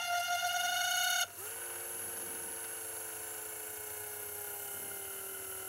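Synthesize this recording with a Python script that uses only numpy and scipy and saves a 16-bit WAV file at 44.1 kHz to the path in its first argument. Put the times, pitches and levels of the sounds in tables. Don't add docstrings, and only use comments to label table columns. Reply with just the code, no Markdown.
import sys
import numpy as np
from scipy import signal
from scipy.fft import rfft, irfft
from scipy.io import wavfile

SR = 44100
rng = np.random.default_rng(int(sys.argv[2]) if len(sys.argv) > 2 else 0)


def bounce(signal):
    frames = np.transpose(np.atleast_2d(signal))
    limited = np.clip(frames, -1, 1)
    pcm = np.round(limited * 32767).astype(np.int16)
    wavfile.write(sys.argv[1], SR, pcm)


def rack_gain(trim_db):
    fader = np.asarray(trim_db, float)
    return 10 ** (fader / 20)


N = 250488
TIME_S = np.arange(N) / SR
START_N = round(1.3 * SR)
CATCH_S = 1.243
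GRIP_S = 1.36
KNOCK_FROM_S, KNOCK_RISE_S = 4.13, .62


def rms_one(x):
    return x / np.sqrt(np.mean(x ** 2) + 1e-20)


def in_time(rows):
    s, *columns = np.transpose(rows)
    return [np.interp(TIME_S, s, c) for c in columns]


def ramp(start_s, length_s):
    return np.clip((TIME_S - start_s) / length_s, 0, 1)


def swell(s, at_s, length_s):
    return np.exp(-((s - at_s) / length_s) ** 2)


def peak(hz, top_hz, width_hz):
    return 1 / (1 + (2 * (hz - top_hz) / width_hz) ** 2)


def angle(hz):
    return 2 * np.pi * np.cumsum(hz) / SR


def drift(rate_hz, at=np.arange(N)):
    r = np.exp(-40 * np.pi * rate_hz / SR)
    chance = rng.standard_normal(at[-1] // 20 + 3002)
    slow = rms_one(signal.lfilter([1], [1, -2 * r, r * r], chance)[3000:])
    return np.interp(at / 20, np.arange(len(slow)), slow)


def coloured(spectrum):
    hz = np.arange(1, N // 2 + 2) * SR / N
    top_hz, db = np.transpose(spectrum)
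    shape = rack_gain(np.interp(np.log(hz), np.log(top_hz), db, -90, -90))
    return rms_one(irfft(rfft(rng.standard_normal(N)) * shape, N))


def resonate(x, hz, width_hz):
    r = np.exp(-np.pi * width_hz / SR)
    poles = [1, -2 * r * np.cos(2 * np.pi * hz / SR), r * r]
    return signal.lfilter([(1 - r * r) / 2, 0, (r * r - 1) / 2], poles, x)


def room_air():
    # f/Hz, level/dB per Hz
    air = [(10, -50), (20, -24), (45, -20), (64, -14), (78, -5), (95, -4), (115, -8), (125, -15),
           (200, -13), (300, -15), (450, -22), (900, -60)]
    return rack_gain(-66.5) * coloured(air)


def mains_hum():
    return rack_gain(-67 + 2.9 * drift(1.7)) * np.sin(angle(np.full(N, 100)) + .5 * drift(.64))


def rumbles():
    # t/s, length/s, level/dB
    passes = [
        (0.69, 0.14, -65.5),
        (2.038, 0.12, -61.5),
        (2.287, 0.12, -57.5),
        (2.488, 0.12, -61.5),
        (4.84, 0.16, -59.5),
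        (5.35, 0.23, -68),
    ]
    gain = sum(rack_gain(db) * swell(TIME_S, at_s, length_s) for at_s, length_s, db in passes)
    band = signal.butter(3, [160, 390], "band", fs=SR, output="sos")
    return gain * rms_one(signal.sosfilt(band, rng.standard_normal(N)))


def room_tail(x):
    t60_s = .22
    s = np.arange(round(.4 * SR)) / SR
    tail = rng.standard_normal(len(s)) * rack_gain(-60 * s / t60_s) * (s > .004)
    tail = signal.lfilter([.5], [1, -.6], tail)
    return signal.fftconvolve(x, tail / np.sqrt(np.sum(tail ** 2)))[:N]


def edge_tone():
    # t/s, f/Hz, level/dB
    tone = [
        (0, 875, -47),
        (.07, 885, -69),
        (.12, 925, -62),
        (.35, 965, -72),
        (.6, 1000, -69),
        (1.0, 1035, -80),
        (1.24, 1050, -74),
        (1.26, 1050, -100),
    ]
    hz, level_db = in_time(tone)
    return np.sqrt(2) * rack_gain(level_db + 3 * drift(5.7)) * np.sin(angle(hz) + 1.1 * drift(21))


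def taps(disc):
    # taps per turn, disc angle/rad, ring f/Hz, width/Hz, peak level/dB
    hub_taps = [
        (1, 5.8, 1450, 90, -58),
        (2, 0.3, 2983, 154, -60),
    ]
    out = 0
    for per_turn, rad, hz, width_hz, db in hub_taps:
        clicks = np.diff(np.floor(round(per_turn) * (disc - rad) / (2 * np.pi)), prepend=0) > 0
        strength = rack_gain(db + 3.1 * rng.standard_normal(N)) * ramp(KNOCK_FROM_S, KNOCK_RISE_S)
        hits = clicks * strength * SR / (np.pi * width_hz) + 1e-18
        out = out + 2.7 * resonate(resonate(hits, hz, width_hz), hz, width_hz)
    return out


def rattle(disc, level_db):
    # f/Hz, width/Hz, level/dB
    body = [(496, 317, 0), (965, 138, -3), (1400, 564, 5.5), (1755, 820, -3.5), (2140, 330, -1.5),
            (2798, 580, -0.5), (3730, 490, -14), (4520, 470, -12), (5370, 400, -14.5), (6520, 380, -5)]
    coupled = TIME_S > 1.25
    knocks_per_s = 1000
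    knocks = rng.standard_normal(N) * (.48 + 2 * (rng.random(N) < knocks_per_s / SR))
    throb_db = 1.5 * (np.cos(disc + 2.95) + np.cos(2 * disc + 2.96))
    knocks *= rack_gain(throb_db + 1.05 * drift(41))
    rings = []
    for k, (hz, width_hz, db) in enumerate(body):
        ring = resonate(resonate(knocks, hz, width_hz), hz, width_hz)
        rings.append((-1) ** k * rack_gain(db) * ring * np.sqrt(300 / width_hz))
    for k in range(5, len(body)):
        tick_rad = .25 if k == 5 else 5
        rings[k] *= 1 + coupled * 1.7 * np.exp(4 * (np.cos(disc - tick_rad) - 1))
    knock = .55 * ramp(KNOCK_FROM_S, KNOCK_RISE_S)
    rings[2] *= 1 + knock * (2 * np.exp(3.4 * (np.cos(disc) - 1)) - .5)
    rings[5] *= 1 + .6 * knock * np.cos(2 * disc - 1.1)
    rings[0] *= .25 + .75 * coupled
    rings[1] *= .3 + .7 * coupled
    return rack_gain(level_db) * rms_one(sum(rings))


def chafes():
    # t/s, peak level/dB
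    rubs = [(0.0209, -49), (0.0463, -38), (0.12, -42), (0.1476, -40), (0.198, -29), (0.2394, -44),
            (0.3012, -49), (0.3501, -33), (0.4673, -34), (0.5293, -39), (0.6, -29), (0.6528, -45),
            (0.6893, -41), (0.7546, -44), (0.8047, -45), (0.84, -25), (0.907, -20), (0.9685, -19),
            (0.995, -34), (1.0365, -10), (1.0709, -29), (1.1004, -12), (1.132, -30), (1.1827, -38),
            (1.2071, -13)]
    delay_s, length_s = .004, .006
    gain = sum(rack_gain(-52 + .55 * (db + 35)) * swell(TIME_S[:START_N], at_s + delay_s, length_s)
               for at_s, db in rubs)
    return np.pad(gain, (0, N - START_N))


def brushes(rate_hz, disc, level_db, gripped):
    # f/Hz, level/dB per Hz
    spectrum = [(2650, -33), (4500, -6), (5000, -26), (5440, -5), (6540, -3), (6960, -2.5), (7530, -3.5),
                (8240, -2.5), (9900, -1), (10400, 4.5), (11500, 4), (14400, -9.5), (15800, -2)]
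    # depth 0-1, f/Hz, width/Hz
    dull_spots = [(.55, 8250, 450), (.5, 7050, 300)]
    step = angle(rate_hz)
    pulse = 1 + .13 * np.sin(step) + .45 * np.sin(2 * step)
    hiss = rms_one(pulse * coloured(spectrum))
    fill, thinning = .57 * resonate(hiss, 11700, 13000), .5 * resonate(hiss, 9100, 2800)
    hiss += gripped * (fill - thinning)
    for depth, hz, width_hz in dull_spots:
        hiss -= depth * resonate(hiss, hz, width_hz)
    throb_db = -2 * gripped * np.cos(disc + .5)
    return (rack_gain(level_db + throb_db + .5 * drift(28)) + chafes()) * hiss


def low_tones(rate_hz, disc_hz):
    # multiple of commutator rate, of disc speed, early level/dB, late level/dB
    beats = [(2, -3, -22, -17), (2, -1, -20, -14), (2, 0, -17, -15), (2, 1, -10, -14), (2, 2, -18, -13),
             (3, -3, -19, -10), (3, -2, -19, -11), (3, 2, -16, -18), (7, -7, -14, -7), (8, -8, -18, -11),
             (4, -2, -18, -18), (4, -3, -15, -18), (4, 1, -16, -14), (6, -2, -10, -26), (6, -1, -13, -16),
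             (6, 0, -3, -10), (6, 1, -14, -11), (6, 2, -17, -12), (12, -1, -19, -15), (12, 1, -19, -15)]
    # multiple of flutter, of hub tone, level/dB
    mixes = [(2, 0, -10), (1, 1, -6), (-1, 2, -6)]
    hub_hz = 2 * (rate_hz - disc_hz)
    hub_db = -54.5 + .35 * drift(1.3) + .8 * drift(12)
    octave_db = -67 + 9 * peak(2 * hub_hz, 815, 60) + 2.6 * drift(10)
    fade_db = np.minimum(2 * np.maximum(TIME_S - 1.69, 0) ** 2, 16.5)
    flutter_gain = ramp(1.41, .25) * rack_gain(-57.5 - fade_db)
    late = ramp(1.5, 3.2)
    motor, disc, hub = angle(rate_hz), angle(disc_hz), angle(hub_hz)
    flutter = .769 * hub
    out = rack_gain(hub_db) * np.sin(hub) + rack_gain(octave_db) * np.sin(2 * hub) + flutter_gain * np.sin(flutter)
    for k, m, early_db, late_db in beats:
        beat_db = -65.5 + 10 * ramp(1.25, .25) + early_db + (late_db - early_db) * late
        out += rack_gain(beat_db + 1.5 * drift(3)) * np.sin(k * motor + m * disc + .25 * drift(8))
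    for k, m, db in mixes:
        out += flutter_gain * rack_gain(db + drift(1)) * np.sin(k * flutter + m * hub + 1.6 * drift(6.1))
    return np.sqrt(2) * out


def whine(rate_hz, disc, level_db):
    # f/Hz, width/Hz, level/dB
    casing = [(740, 100, -14), (1480, 150, -12), (2200, 150, -20), (2900, 400, -20), (4400, 300, -25),
              (6600, 300, -15), (7350, 120, -7), (8800, 1100, -11), (10550, 300, 0), (11250, 350, -2),
              (12100, 400, -4), (13300, 800, -9), (15000, 1300, -11)]
    # multiple, early level/dB, late level/dB
    odd_ones = [(3, 3, 4), (14, -8, -8), (15, -6, -2), (16, -8, -8), (17, -9, -9), (19, -8, -8),
                (20, -8, -8), (21, -10, -8), (22, -8, -6), (27, 1, -3), (28, -8, -2), (30, -2, 1),
                (33, -3, 3), (35, 0, -3), (40, 0, -5), (41, -4, 0), (46, -3, -3), (53, -2, -2), (39, 4, 2),
                (50, -3, 0), (55, -1, 4), (56, -2, -5), (61, -5, -1), (63, -5, -3), (31, 7, -1),
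                (37, -2, -4), (38, -4, -2), (49, -8, -4), (58, -6, -7), (4, -14, -10), (5, -14, -12),
                (6, -25, -25), (12, -5, -5), (7, -6, -6), (8, -8, -8), (9, 3, 10), (11, -6, -6),
                (29, 2, -8), (34, -5, -1), (42, 5, -2), (43, 5, 0), (45, 5, 5), (47, -4, 7), (48, -5, -4),
                (51, -2, 8), (52, -3, -2), (54, 1, 0), (57, -4, 1), (60, -1, -2)]
    # multiple, t/s, length/s, level/dB
    passing = [(29, 3.2, 1.0, -9), (34, 3.2, .7, -11), (37, 3.3, .7, -10), (58, 3.3, .8, -9),
               (61, 2.9, .6, -6), (62, 2.9, .4, -8), (30, 3.6, .6, 3), (31, 3.5, .5, 3), (33, 4.3, .8, 2),
               (33, 1.9, .5, -4), (53, 4.0, .6, 5), (53, 5.2, .5, -6), (41, 3.6, .6, 3), (47, 4.0, .7, -5),
               (47, 5.6, .4, 4), (34, 5.5, .6, 6), (42, 4.5, .5, 3), (42, 5.6, .4, -5), (43, 5.5, .5, -6),
               (36, 5.6, .4, -6), (31, 5.6, .4, -7), (55, 2.1, .6, -6), (55, 5.6, .4, -5),
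               (61, 5.6, .4, -10), (62, 5.6, .4, -6), (46, 4.4, .8, -4), (51, 3.3, .9, -3),
               (40, 5.0, .8, -4), (56, 1.9, .5, -6), (9, 3.8, .4, 2), (9, 2.9, .4, -3)]
    phase, out = angle(rate_hz) + .01 * drift(15), 0
    coarse = np.arange(0, N, 256)
    s = coarse / SR
    late = np.clip((s - 2.4) / 2.4, 0, 1)
    odd_db = {round(k): early_db + (late_db - early_db) * late for k, early_db, late_db in odd_ones}
    for k, at_s, length_s, db in passing:
        odd_db[k] = odd_db.get(k, 0) + db * swell(s, at_s, length_s)
    shimmer_db = 3 * swell(s, 3.84, .68) * np.cos(disc[coarse] + .3)
    heard = np.arange(round((GRIP_S - .01) * SR), N)
    for k in range(3, 69):
        hz = k * rate_hz[coarse]
        lit = sum(rack_gain(2 * db) * peak(hz, top_hz, width_hz) for top_hz, width_hz, db in casing)
        own_db = 2.5 * (k % 3 == 0) + odd_db.get(k, 0) + shimmer_db * (hz > 10300)
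        own_db = own_db - 8 * peak(hz, 10945, 80)
        own_db = own_db + 1.1 * (.5 * drift(.25, coarse) + drift(7.1, coarse))
        blur = 1 + .04 * drift(25, coarse) + .15 * rng.standard_normal(len(coarse))
        gain = np.interp(heard, coarse, np.sqrt(lit) * rack_gain(own_db) * blur)
        out = out + gain * np.sin(k * phase[heard] + rng.uniform(0, 2 * np.pi))
    return rack_gain(level_db) * np.pad(out, (heard[0], 0))


def after_ring():
    # f/Hz, level/dB, t60/s
    modes = [
        (700, -54.5, 0.68),
        (1450, -62, 0.5),
        (2180, -66, 0.37),
    ]
    at = np.arange(round(1.7 * SR))
    after_s = at / SR - CATCH_S
    tones = 0
    for hz, db, t60_s in modes:
        gain = rack_gain(db - 60 * np.maximum(after_s, 0) / t60_s + 3.4 * drift(30, at))
        tones = tones + gain * np.sin(2 * np.pi * hz * after_s + .94 * drift(30, at))
    return np.sqrt(2) * ramp(CATCH_S, .004) * np.pad(tones, (0, N - len(at)))


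def catch():
    after_s = TIME_S - CATCH_S
    hz = 400 + 190 * np.exp(-np.maximum(after_s, -.03) / .012)
    thud = rack_gain(-51.5) * swell(TIME_S, CATCH_S, .005)
    groan = rack_gain(-66) * ramp(CATCH_S, .045) * (1 - ramp(1.37, .023))
    return np.sqrt(2) * (thud + groan) * rack_gain(4 * drift(40)) * np.sin(angle(hz) + .7 * drift(66))


def scrape(slip, turn, level_db, tilt_db):
    # f/Hz, width/Hz, level under squeal/dB, growth/dB per s
    disc_rings = [(1846, 220, -24.5, -7), (2973, 160, -27.5, 16.5), (4410, 190, -24, 8.5),
                  (5140, 200, -39, 8.0), (5950, 280, -21.5, 5.5), (6540, 140, -21.5, 15.5)]
    grit = resonate(rng.standard_normal(START_N), 2960, 1800) * (1 + 2.8 * np.cos(slip))
    out = rack_gain(level_db - 19.5 + 2.2 * tilt_db) * rms_one(grit)
    for hz, width_hz, db, growth_db in disc_rings:
        ring = resonate(rng.standard_normal(START_N), hz, 1.5 * width_hz)
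        ring = rms_one(resonate(ring, hz, width_hz))
        ring_db = level_db + db + growth_db * TIME_S[:START_N] + 4.4 * np.cos(2 * turn - 1.1)
        out += rack_gain(ring_db) * ring
    return out


def squeal(disc):
    # t/s, f/Hz, level/dB
    track = [
        (0, 699.3, -34.5),
        (.3, 705.7, -35),
        (.6, 717.2, -36.5),
        (.9, 727.6, -37.5),
        (1.2, 728, -38),
        (1.236, 720, -36.5),
        (1.243, 661, -57),
        (1.252, 620, -100),
    ]
    # multiple, level/dB, upper minus lower side line/dB, steady part/dB,
    # growth/dB per s
    partials = [(1, -0.5, -7.5, 9.5, -2), (2, -4.5, -2, -9.5, 5), (3, -14, 15, 33.5, -1),
                (4, -9, -14, 18.5, -1.5), (5, -17.5, -17, 56, 5), (6, -19.5, 26, 31.5, -4),
                (7, -22.5, -1, 40, -2.5), (8, -19.5, -16, 24, -2), (9, -20, -20.5, 28, -3),
                (10, -31, 2, 10, -2), (12, -25, 4, 12, -6), (13, -31, -2, 10, -9), (14, -27, 2, 10, -9),
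                 (15, -27, -4, 15, -9), (16, -21, -3, 15, -13), (17, -30, -5, 10, -9),
                 (18, -29, -4, 10, -9)]
    facing_rad = [2.44, 3.06, 1.1, 5.6, 4.1, 2.65, 5.6, 2.3, 2.2]
    # depth/dB, twice the disc angle/rad
    half_turn = [(-0.94, 1.1), (-2.3, 0.1), (0.9, 2.6), (1.4, 0.26), (4.5, 1.6), (4, 2.94), (5.5, 3.5),
                 (2.5, 0.75), (5.5, 2.9)]
    at = np.arange(START_N)
    s, turn = at / SR, disc[:START_N]
    hz, level_db = (c[:START_N] for c in in_time(track))
    tilt_db = -.99 + 2.5 * s
    steady = .011 + .63 * np.exp(-(s / .43) ** 2)
    rotor_turn = angle(37.5 + 10.5 * s)
    slip = angle(hz) + .12 * np.sin(rotor_turn + .7)
    slip += .36 * np.sin(2 * turn + 5.02) + .3 * np.sin(turn + 4.42)
    wander = .085 * drift(25, at)
    rotor_lines = .2 * np.exp(1j * rotor_turn) + .034 * np.exp(2j * rotor_turn)
    out = np.zeros(N)
    for k, db, lean_db, steady_db, growth_db in partials:
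        k = round(k)
        place = (k - 1) % len(facing_rad)
        facing = np.exp(1j * (turn + facing_rad[place]))
        half_db, half_rad = half_turn[place]
        share = steady * rack_gain(steady_db)
        throb = .6 * rack_gain(lean_db / 2) * facing + .6 * rack_gain(-lean_db / 2) / facing + share
        throb = throb / np.sqrt(.72 + share ** 2) + rotor_lines
        own_db = level_db + db + growth_db * s + tilt_db * np.log2(k)
        own_db = own_db + half_db * np.cos(2 * turn - half_rad) + np.sqrt(k) * drift(108, at)
        rough = min(k, 8) * (wander + .065 * drift(100, at))
        line = (throb * np.exp(1j * (k * slip + rough))).real
        out[:START_N] -= np.sqrt(2) * rack_gain(own_db) * line
    out[:START_N] += scrape(slip, turn, level_db, tilt_db)
    low_cut = signal.butter(3, 560, "high", fs=SR, output="sos")
    return signal.sosfilt(low_cut, out + 1e-18)


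def loose_disc(motor):
    # f/Hz, width/Hz, depth 0-1
    dead_spots = [(2460, 150, 0.9), (4070, 110, 0.4), (5270, 170, 0), (6720, 300, 0.2)]
    loose = TIME_S < CATCH_S
    motor = motor + edge_tone() - .65 * loose * resonate(motor, 1075, 410)
    for hz, width_hz, depth in dead_spots:
        motor -= depth * loose * resonate(motor, hz, width_hz)
    return motor


def scene():
    # t/s, level/dB
    effort = [
        (0, -53),
        (.7, -46.5),
        (1.22, -43.5),
        (1.26, -54.5),
        (1.36, -50),
        (1.47, -44),
        (3, -43),
        (3.8, -43.5),
        (5.68, -44),
    ]
    # t/s, f/Hz
    commutator = [(1.37, 181), (1.41, 210), (1.45, 229.8), (1.47, 236.5), (1.51, 243.4), (1.58, 247.7),
                  (1.68, 249.7), (1.8, 250.7), (1.97, 251.2), (2.4, 249.4), (2.55, 248), (2.7, 247.6),
                  (3.1, 244.6), (3.55, 243.6), (4.5, 238.5), (5.1, 232.5), (5.4, 231), (5.68, 230.2)]
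    # t/s, turns per s
    disc_speed = [(0, 2.77), (.3, 6.53), (.6, 11.03), (.9, 14.39), (1.25, 19.03), (1.6, 20.2), (2.6, 24),
                  (3.6, 28.5), (4.6, 33.8), (5.68, 40.4)]
    (brush_db,), (rate_hz,), (disc_hz,) = in_time(effort), in_time(commutator), in_time(disc_speed)
    disc = angle(disc_hz)
    gripped = ramp(GRIP_S, .04)
    rattle_db = -51 + .61 * (brush_db + 41) + gripped * (1.5 - 1.34 * (TIME_S - GRIP_S))
    hiss_db = brush_db - 8.5 * ramp(GRIP_S + .04, .14)
    settling_db = 1.5 * np.clip((1.56 - TIME_S) / .15, 0, 1)
    whine_db = brush_db - 8.6 + settling_db + 1.5 * np.cos(disc + .3)
    tones = gripped * (whine(rate_hz, disc, whine_db) + low_tones(rate_hz, disc_hz))
    slipping = squeal(disc) + catch() + after_ring()
    noise = brushes(rate_hz, disc, hiss_db, gripped) + rattle(disc, rattle_db)
    motor = loose_disc(tones + slipping + noise + taps(disc))
    return (motor + rack_gain(-21) * room_tail(motor) + room_air() + mains_hum() + rumbles())[None]


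def low_pass(x):
    return signal.sosfilt(signal.butter(12, 16920, fs=SR, output="sos"), x)


def record(dry):
    band_limit = signal.ellip(12, .5, 70, 15750, fs=SR, output="sos")
    return low_pass(signal.sosfilt(band_limit, dry))


dry = scene()
out = record(dry)
bounce(out)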